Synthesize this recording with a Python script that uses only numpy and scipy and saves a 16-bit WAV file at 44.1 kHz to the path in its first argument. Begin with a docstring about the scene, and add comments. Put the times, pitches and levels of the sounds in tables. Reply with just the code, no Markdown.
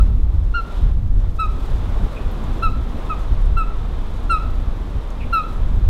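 """A string of short coot notes on a lake, most kicking up in pitch, all slurring down; the banks echo them.
Each is a nearly pure syrinx tone whose overtones fade first as the pressure drops.
Wind eddies rumble and buffet on the microphone over a low drone, a distant wash and a fine hiss.
Something rustles briefly, a far bird chips twice and tiny splashes tick now and then."""
import sys
import numpy as np
from scipy import signal
from scipy.fft import rfft, irfft
from scipy.io import wavfile
from scipy.ndimage import uniform_filter1d

SR = 44100
rng = np.random.default_rng(int(sys.argv[2]) if len(sys.argv) > 2 else 0)


def materialize(psi):
    """Save the field psi as 16-bit PCM at rate SR to the path in sys.argv[1].

    A 1-D psi becomes a single channel; in a 2-D psi each row is a channel.
    """
    bounded = np.clip(np.atleast_2d(psi).T, -1, 1)
    quanta = np.round(bounded * 32767).astype(np.int16)
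    wavfile.write(sys.argv[1], SR, quanta)


N = 259749
TIME = np.arange(N) / SR


def coot():
    """Notes heard straight across the water and back from the banks."""
    # t/s, length/s, start f/Hz, top f/Hz, level/dB, bite near 4 kHz/dB, treble/dB,
    # bill resonance f/Hz, send to banks/dB
    notes = [(-.045, 0.0597, 1336, 1350, -31, 4.5, -7, 8000, 0.5),
             (.538, 0.0818, 1372, 1438, -22.5, 1, -11.5, 8500, -0.5),
             (1.387, 0.0868, 1281, 1336, -22, 0.5, 0, 8020, -0.5),
             (2.622, 0.0756, 1312, 1370, -20, 1.5, 3, 10160, -0.5),
             (3.094, 0.0505, 1310, 1298, -24, -11.5, -16, 7900, 0),
             (3.565, 0.0799, 1335, 1364, -23, -4.5, 0.5, 7940, 2),
             (4.295, 0.0985, 1368, 1370, -17.5, .5, 2.5, 8720, 0.5),
             (5.325, 0.11, 1368, 1369, -17, .5, 3.5, 11380, 0)]
    direct, sent = np.zeros((2, N))
    for start_s, *settings, send_db in notes:
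        note = coot_note(*settings)
        add(direct, start_s, note)
        add(sent, start_s, gain_of(send_db) * note)
    return direct + lake_echo(sent)


def coot_note(length_s, start_hz, top_hz, level_db, bite_db, treble_db, bill_hz):
    """Nearly pure syrinx tone, coloured by the throat; the open bill picks out high overtones."""
    # throat response: f/Hz, level/dB
    throat = [(1400, 1.5), (2650, -13.5), (4000, -20.5), (5300, -37), (6700, -47), (8000, -47.5),
              (9400, -45.5), (10900, -49.5), (12300, -49), (15000, -54.5)]
    brightness = [(2700, 0), (4000, bite_db), (5500, bite_db), (8000, treble_db)]
    attack_s, top_s = 0.01425, 0.01598
    fade_db, dulling_db, flutter_db, shimmer_db = 2, 4.5, 0.682, 0.14
    bill_db, bill_width_hz = 10, 1200
    # harder notes slur further and release more slowly
    effort_db = level_db + 23
    end_hz = top_hz * (1 - 0.07687 - 0.0058 * effort_db)
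    release_s = length_s * max(0.443 + 0.0517 * effort_db, 0.1)
    t = np.arange(0, length_s, 1 / SR)
    rise = np.clip(t / top_s, 0, 1)
    fall = np.clip((t - top_s) / (length_s - top_s), 0, 1)
    hz = start_hz + (top_hz - start_hz) * rise ** 3 + (end_hz - top_hz) * fall ** 0.743
    jitter = 1 + 0.00615 * waver(326, len(t))
    phase = 2 * np.pi * np.cumsum(hz * jitter) / SR
    onset = np.sin(np.pi / 2 * np.clip(t / attack_s, 0, 1))
    pressure = np.sin(np.pi / 2 * np.clip((length_s - t) / release_s, 0, 1))
    rasp = noise([(800, -31)] + throat[1:])[:len(t)]
    voice = gain_of(-42) * pressure * rasp
    for k in range(1, 12):
        # higher overtones: less steady, later in, sooner out
        unsteady_db = (k - 1) * (flutter_db * waver(120, len(t)) - dulling_db * fall ** 1.37)
        envelope = onset ** (0.2 * (k - 1)) * pressure ** np.sqrt(k)
        ring_db = bill_db * np.exp(-((k * hz - bill_hz) / bill_width_hz) ** 2)
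        partial_db = at_hz(throat, k * hz) + at_hz(brightness, k * hz) + ring_db + unsteady_db
        voice += gain_of(partial_db) * envelope * np.sqrt(2) * np.cos(k * phase)
    contour_db = level_db - fade_db * fall + shimmer_db * waver(150, len(t))
    return voice * onset ** 0.99 * gain_of(contour_db)


def lake_echo(dry, tail_db=-16, build_s=0.019, near_db=6, near_s=0.029, taps_per_s=2000):
    """A few clear reflections and a scattered tail, strongest at first from the near bank."""
    # first reflections off water and banks: delay/s, level/dB
    echoes = [(.038, -20), (.058, -25.5), (.095, -24.5), (.123, -28)]
    # decay of the banks' ring: f/Hz, t60/s
    bank_t60 = [(1300, 0.674), (2700, 0.46), (4000, 0.47), (8000, .28), (14000, .15)]
    # scattered spectrum: f/Hz, level/dB
    scatter = [(1300, -1.5), (2700, 3.5), (4000, 10), (5500, 12.5), (8500, 14.5), (12000, -6.5)]
    t = np.arange(SR) / SR
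    swell = (1 - np.exp(-t / build_s)) * gain_of(near_db * np.exp(-(t / near_s) ** 2))
    taps = rng.choice([-1., 1.], SR) * (rng.random(SR) < taps_per_s / SR) * swell
    hz, frame_s, frames = signal.stft(taps, SR, nperseg=256)
    decay_db = 60 * frame_s / at_hz(bank_t60, hz)[:, None]
    frames = frames * gain_of(at_hz(scatter, hz)[:, None] - decay_db)
    tail = signal.istft(frames, SR, nperseg=256)[1][:SR]
    voice_band = abs(rfft(tail))[1200:1450]  # 1 Hz bins around the coot's pitch
    response = gain_of(tail_db) * tail / np.sqrt(np.mean(voice_band ** 2))
    for delay_s, echo_db in echoes:
        add(response, delay_s, gain_of([echo_db]))
    return signal.fftconvolve(dry, response)[:N]


def wind(trim_db=0.5, churn_db=1.6, churn_hz=9, buffet_s=0.0307, tilt_db_per_oct=1.0, pivot_hz=36):
    """Eddies at the microphone: rumble rides the gusts; a buffet is a short push of faster eddies."""
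    # gust strength: t/s, level/dB
    gusts = [(.02, -12.5), (.45, -14.5), (.7, -25), (.84, -13.5), (1.27, -15.5), (1.6, -22.5), (1.92, -17),
             (2.17, -24.5), (2.8, -19), (3.02, -23), (3.55, -13.5), (3.73, -20.5), (4.4, -20.5),
             (4.66, -15.5), (4.88, -27), (5.25, -22), (5.4, -25.5), (5.78, -14)]
    # thumps on the microphone: peak t/s, level/dB
    buffets = [(1.725, -12), (2.05, -12.5), (2.265, -15), (2.49, -14), (2.66, -13.5), (3.325, -12.5),
               (4.65, -15.5), (4.97, -17)]
    # rumble spectrum: f/Hz, density/dB
    slow = [(3, -16), (10, -1), (22, -1), (36, 3), (60, -6), (95, -12), (125, -21.5), (170, -27),
            (250, -38.5), (500, -53.5), (1500, -90.5)]
    fast = [(hz, db + tilt_db_per_oct * np.log2(hz / pivot_hz)) for hz, db in slow]
    gust_db, = over_time(gusts)
    pushes = sum(gain_of(db) * np.exp(-((TIME - peak_s) / buffet_s) ** 2) for peak_s, db in buffets)
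    rumble = eddies(slow) * gain_of(gust_db + trim_db + churn_db * waver(churn_hz))
    return rumble + eddies(fast) * pushes


def eddies(spectrum, steadiness=0.72):
    """Turbulent noise, its own level swings partly evened out."""
    flow = noise(spectrum)
    power = uniform_filter1d(flow ** 2, size=2600)
    return unit_rms(flow / power ** (steadiness / 2))


def far_bird(send_db=6):
    """Short, rough, falling chips, heard mostly by way of the banks."""
    # t/s, length/s, start f/Hz, end f/Hz, level/dB, pitch roughness/fraction
    chips = [(2.154, 0.0448, 2590, 2405, -43, 0.04), (5.195, 0.039, 2840, 2140, -44.5, 0.07),
             (5.222, 0.031, 2658, 2106, -46, 0.1)]
    direct = np.zeros(N)
    for start_s, length_s, start_hz, end_hz, level_db, roughness in chips:
        size = round(length_s * SR)
        hz = np.linspace(start_hz, end_hz, size) * (1 + roughness * waver(850, size))
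        tone = 2 * np.sin(2 * np.pi * np.cumsum(hz) / SR)
        add(direct, start_s, gain_of(level_db) * np.hanning(size) * tone)
    return direct + gain_of(send_db) * lake_echo(direct)


def water_ticks(skirt_db=-28):
    """Tiny splashes: puffs of bright noise that die at once."""
    # t/s, level/dB, centre f/Hz, t60/s
    splashes = [(2.144, -59, 9000, 0.1), (2.313, -52, 13100, 0.094), (2.439, -50, 7000, 0.039),
                (3.456, -52.5, 7950, 0.036), (4.505, -58, 13100, .043), (4.537, -58, 13000, .05),
                (5.104, -44.5, 5800, 0.0244), (5.760, -48, 7030, 0.01)]
    ticks = np.zeros(N)
    for start_s, level_db, hz, t60_s in splashes:
        t = np.arange(0, t60_s, 1 / SR)
        puff = noise([(hz / 4, skirt_db), (hz, 0), (hz * 4, skirt_db)])[:len(t)]
        add(ticks, start_s, gain_of(level_db - 60 * t / t60_s) * puff)
    return ticks


def rustle(peak_s=0.784, half_length_s=0.072, level_db=-52):
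    """One soft swell of bright noise."""
    # f/Hz, density/dB
    spectrum = [(1000, -14), (2700, -8), (3700, 0.5), (4600, -13.5), (9000, -28.5)]
    swell = np.exp(-((TIME - peak_s) / half_length_s) ** 2)
    return noise(spectrum) * gain_of(level_db) * swell


def surroundings(throb_db=2, throb_hz=6, flicker_db=2.28, flicker_hz=40):
    """Throbbing low drone, dull distant wash and fine, flickering hiss."""
    # t/s, drone level/dB
    drone_levels = [(.05, -37.5), (.6, -41), (1.6, -40.5), (2.5, -31), (2.75, -39.5), (3.05, -35.5),
                    (3.7, -39.5), (5.85, -37.5)]
    # t/s, wash level/dB, hiss level/dB
    air_levels = [(0.06, -44, -64.5), (0.14, -47.5, -67), (0.52, -46, -64), (0.73, -40, -58.5),
                  (0.91, -42.5, -62.5), (0.93, -48, -65.5), (1.12, -49.5, -65), (1.25, -43, -62),
                  (1.31, -47.5, -62), (1.65, -39, -56.5), (2.45, -38, -60), (2.63, -38, -58.5),
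                  (2.7, -42.5, -62), (3.05, -37.5, -60.5), (3.64, -42.5, -63), (3.74, -40.5, -65),
                  (4.16, -40, -60), (4.83, -41, -63), (5.54, -40.5, -60.5), (5.83, -42, -65)]
    # spectra: f/Hz, density/dB
    drone_spectrum = [(60, -10), (120, -0.5), (170, -1), (240, 0.5), (350, -10.5), (600, -24.5),
                      (1500, -52.5)]
    wash_spectrum = [(60, -13.5), (200, -0.5), (400, 4.5), (700, 0), (1150, -1.5), (1600, -9.5),
                     (2100, -13.5), (2900, -16), (3600, -13.5), (4500, -23.5), (7000, -31.5), (15000, -44)]
    hiss_spectrum = [(1500, -11), (4500, 3.5), (7000, 0), (10000, -3), (15500, -9)]
    drone_db, = over_time(drone_levels)
    wash_db, hiss_db = over_time(air_levels)
    drone = noise(drone_spectrum) * gain_of(drone_db - 0.5 + throb_db * waver(throb_hz))
    wash = noise(wash_spectrum) * gain_of(wash_db + 2)
    hiss = noise(hiss_spectrum) * gain_of(hiss_db - 1.11 + flicker_db * waver(flicker_hz))
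    return drone + wash + hiss


def noise(spectrum):
    """Steady unit-rms noise shaped by (f/Hz, density/dB) points."""
    shape = gain_of(at_hz(spectrum, np.fft.rfftfreq(N, 1 / SR)))
    return unit_rms(irfft(rfft(rng.standard_normal(N)) * shape, N))


def waver(rate_hz, size=N):
    """Smooth unit-rms random drift, rolled off above rate_hz."""
    lowpass = np.exp(-(np.fft.rfftfreq(size, 1 / SR) / rate_hz) ** 2)
    return unit_rms(irfft(rfft(rng.standard_normal(size)) * lowpass, size))


def at_hz(points, hz):
    """Interpolate on a log-frequency axis."""
    knots_hz, values = np.transpose(points)
    return np.interp(np.log(hz + 1), np.log(knots_hz + 1), values)


def over_time(rows):
    """Interpolate each column after t/s to every sample."""
    knots_s, *columns = np.transpose(rows)
    return [np.interp(TIME, knots_s, column) for column in columns]


def add(mix, start_s, sound):
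    """Mix in at start_s, cropped to fit."""
    start = round(start_s * SR)
    sound = sound[max(-start, 0):]
    part = mix[max(start, 0):][:len(sound)]
    part += sound[:len(part)]


def gain_of(db):
    """dB to amplitude ratio."""
    return 10 ** (np.asarray(db) / 20)


def unit_rms(x):
    """Scale to rms 1."""
    return x / np.sqrt(np.mean(x ** 2) + 1e-20)


def scene():
    """Mono mix of birds, water, surroundings, rustle and wind."""
    return (coot() + far_bird() + water_ticks() + surroundings() + rustle() + wind())[None]


def record(dry):
    """Band limit: steep low-pass."""
    cutoff_hz = 15750
    lowpass = signal.firwin(511, cutoff_hz, window=("kaiser", 9), fs=SR)
    return signal.oaconvolve(dry, lowpass[None], "same")


dry = scene()
out = record(dry)
materialize(out)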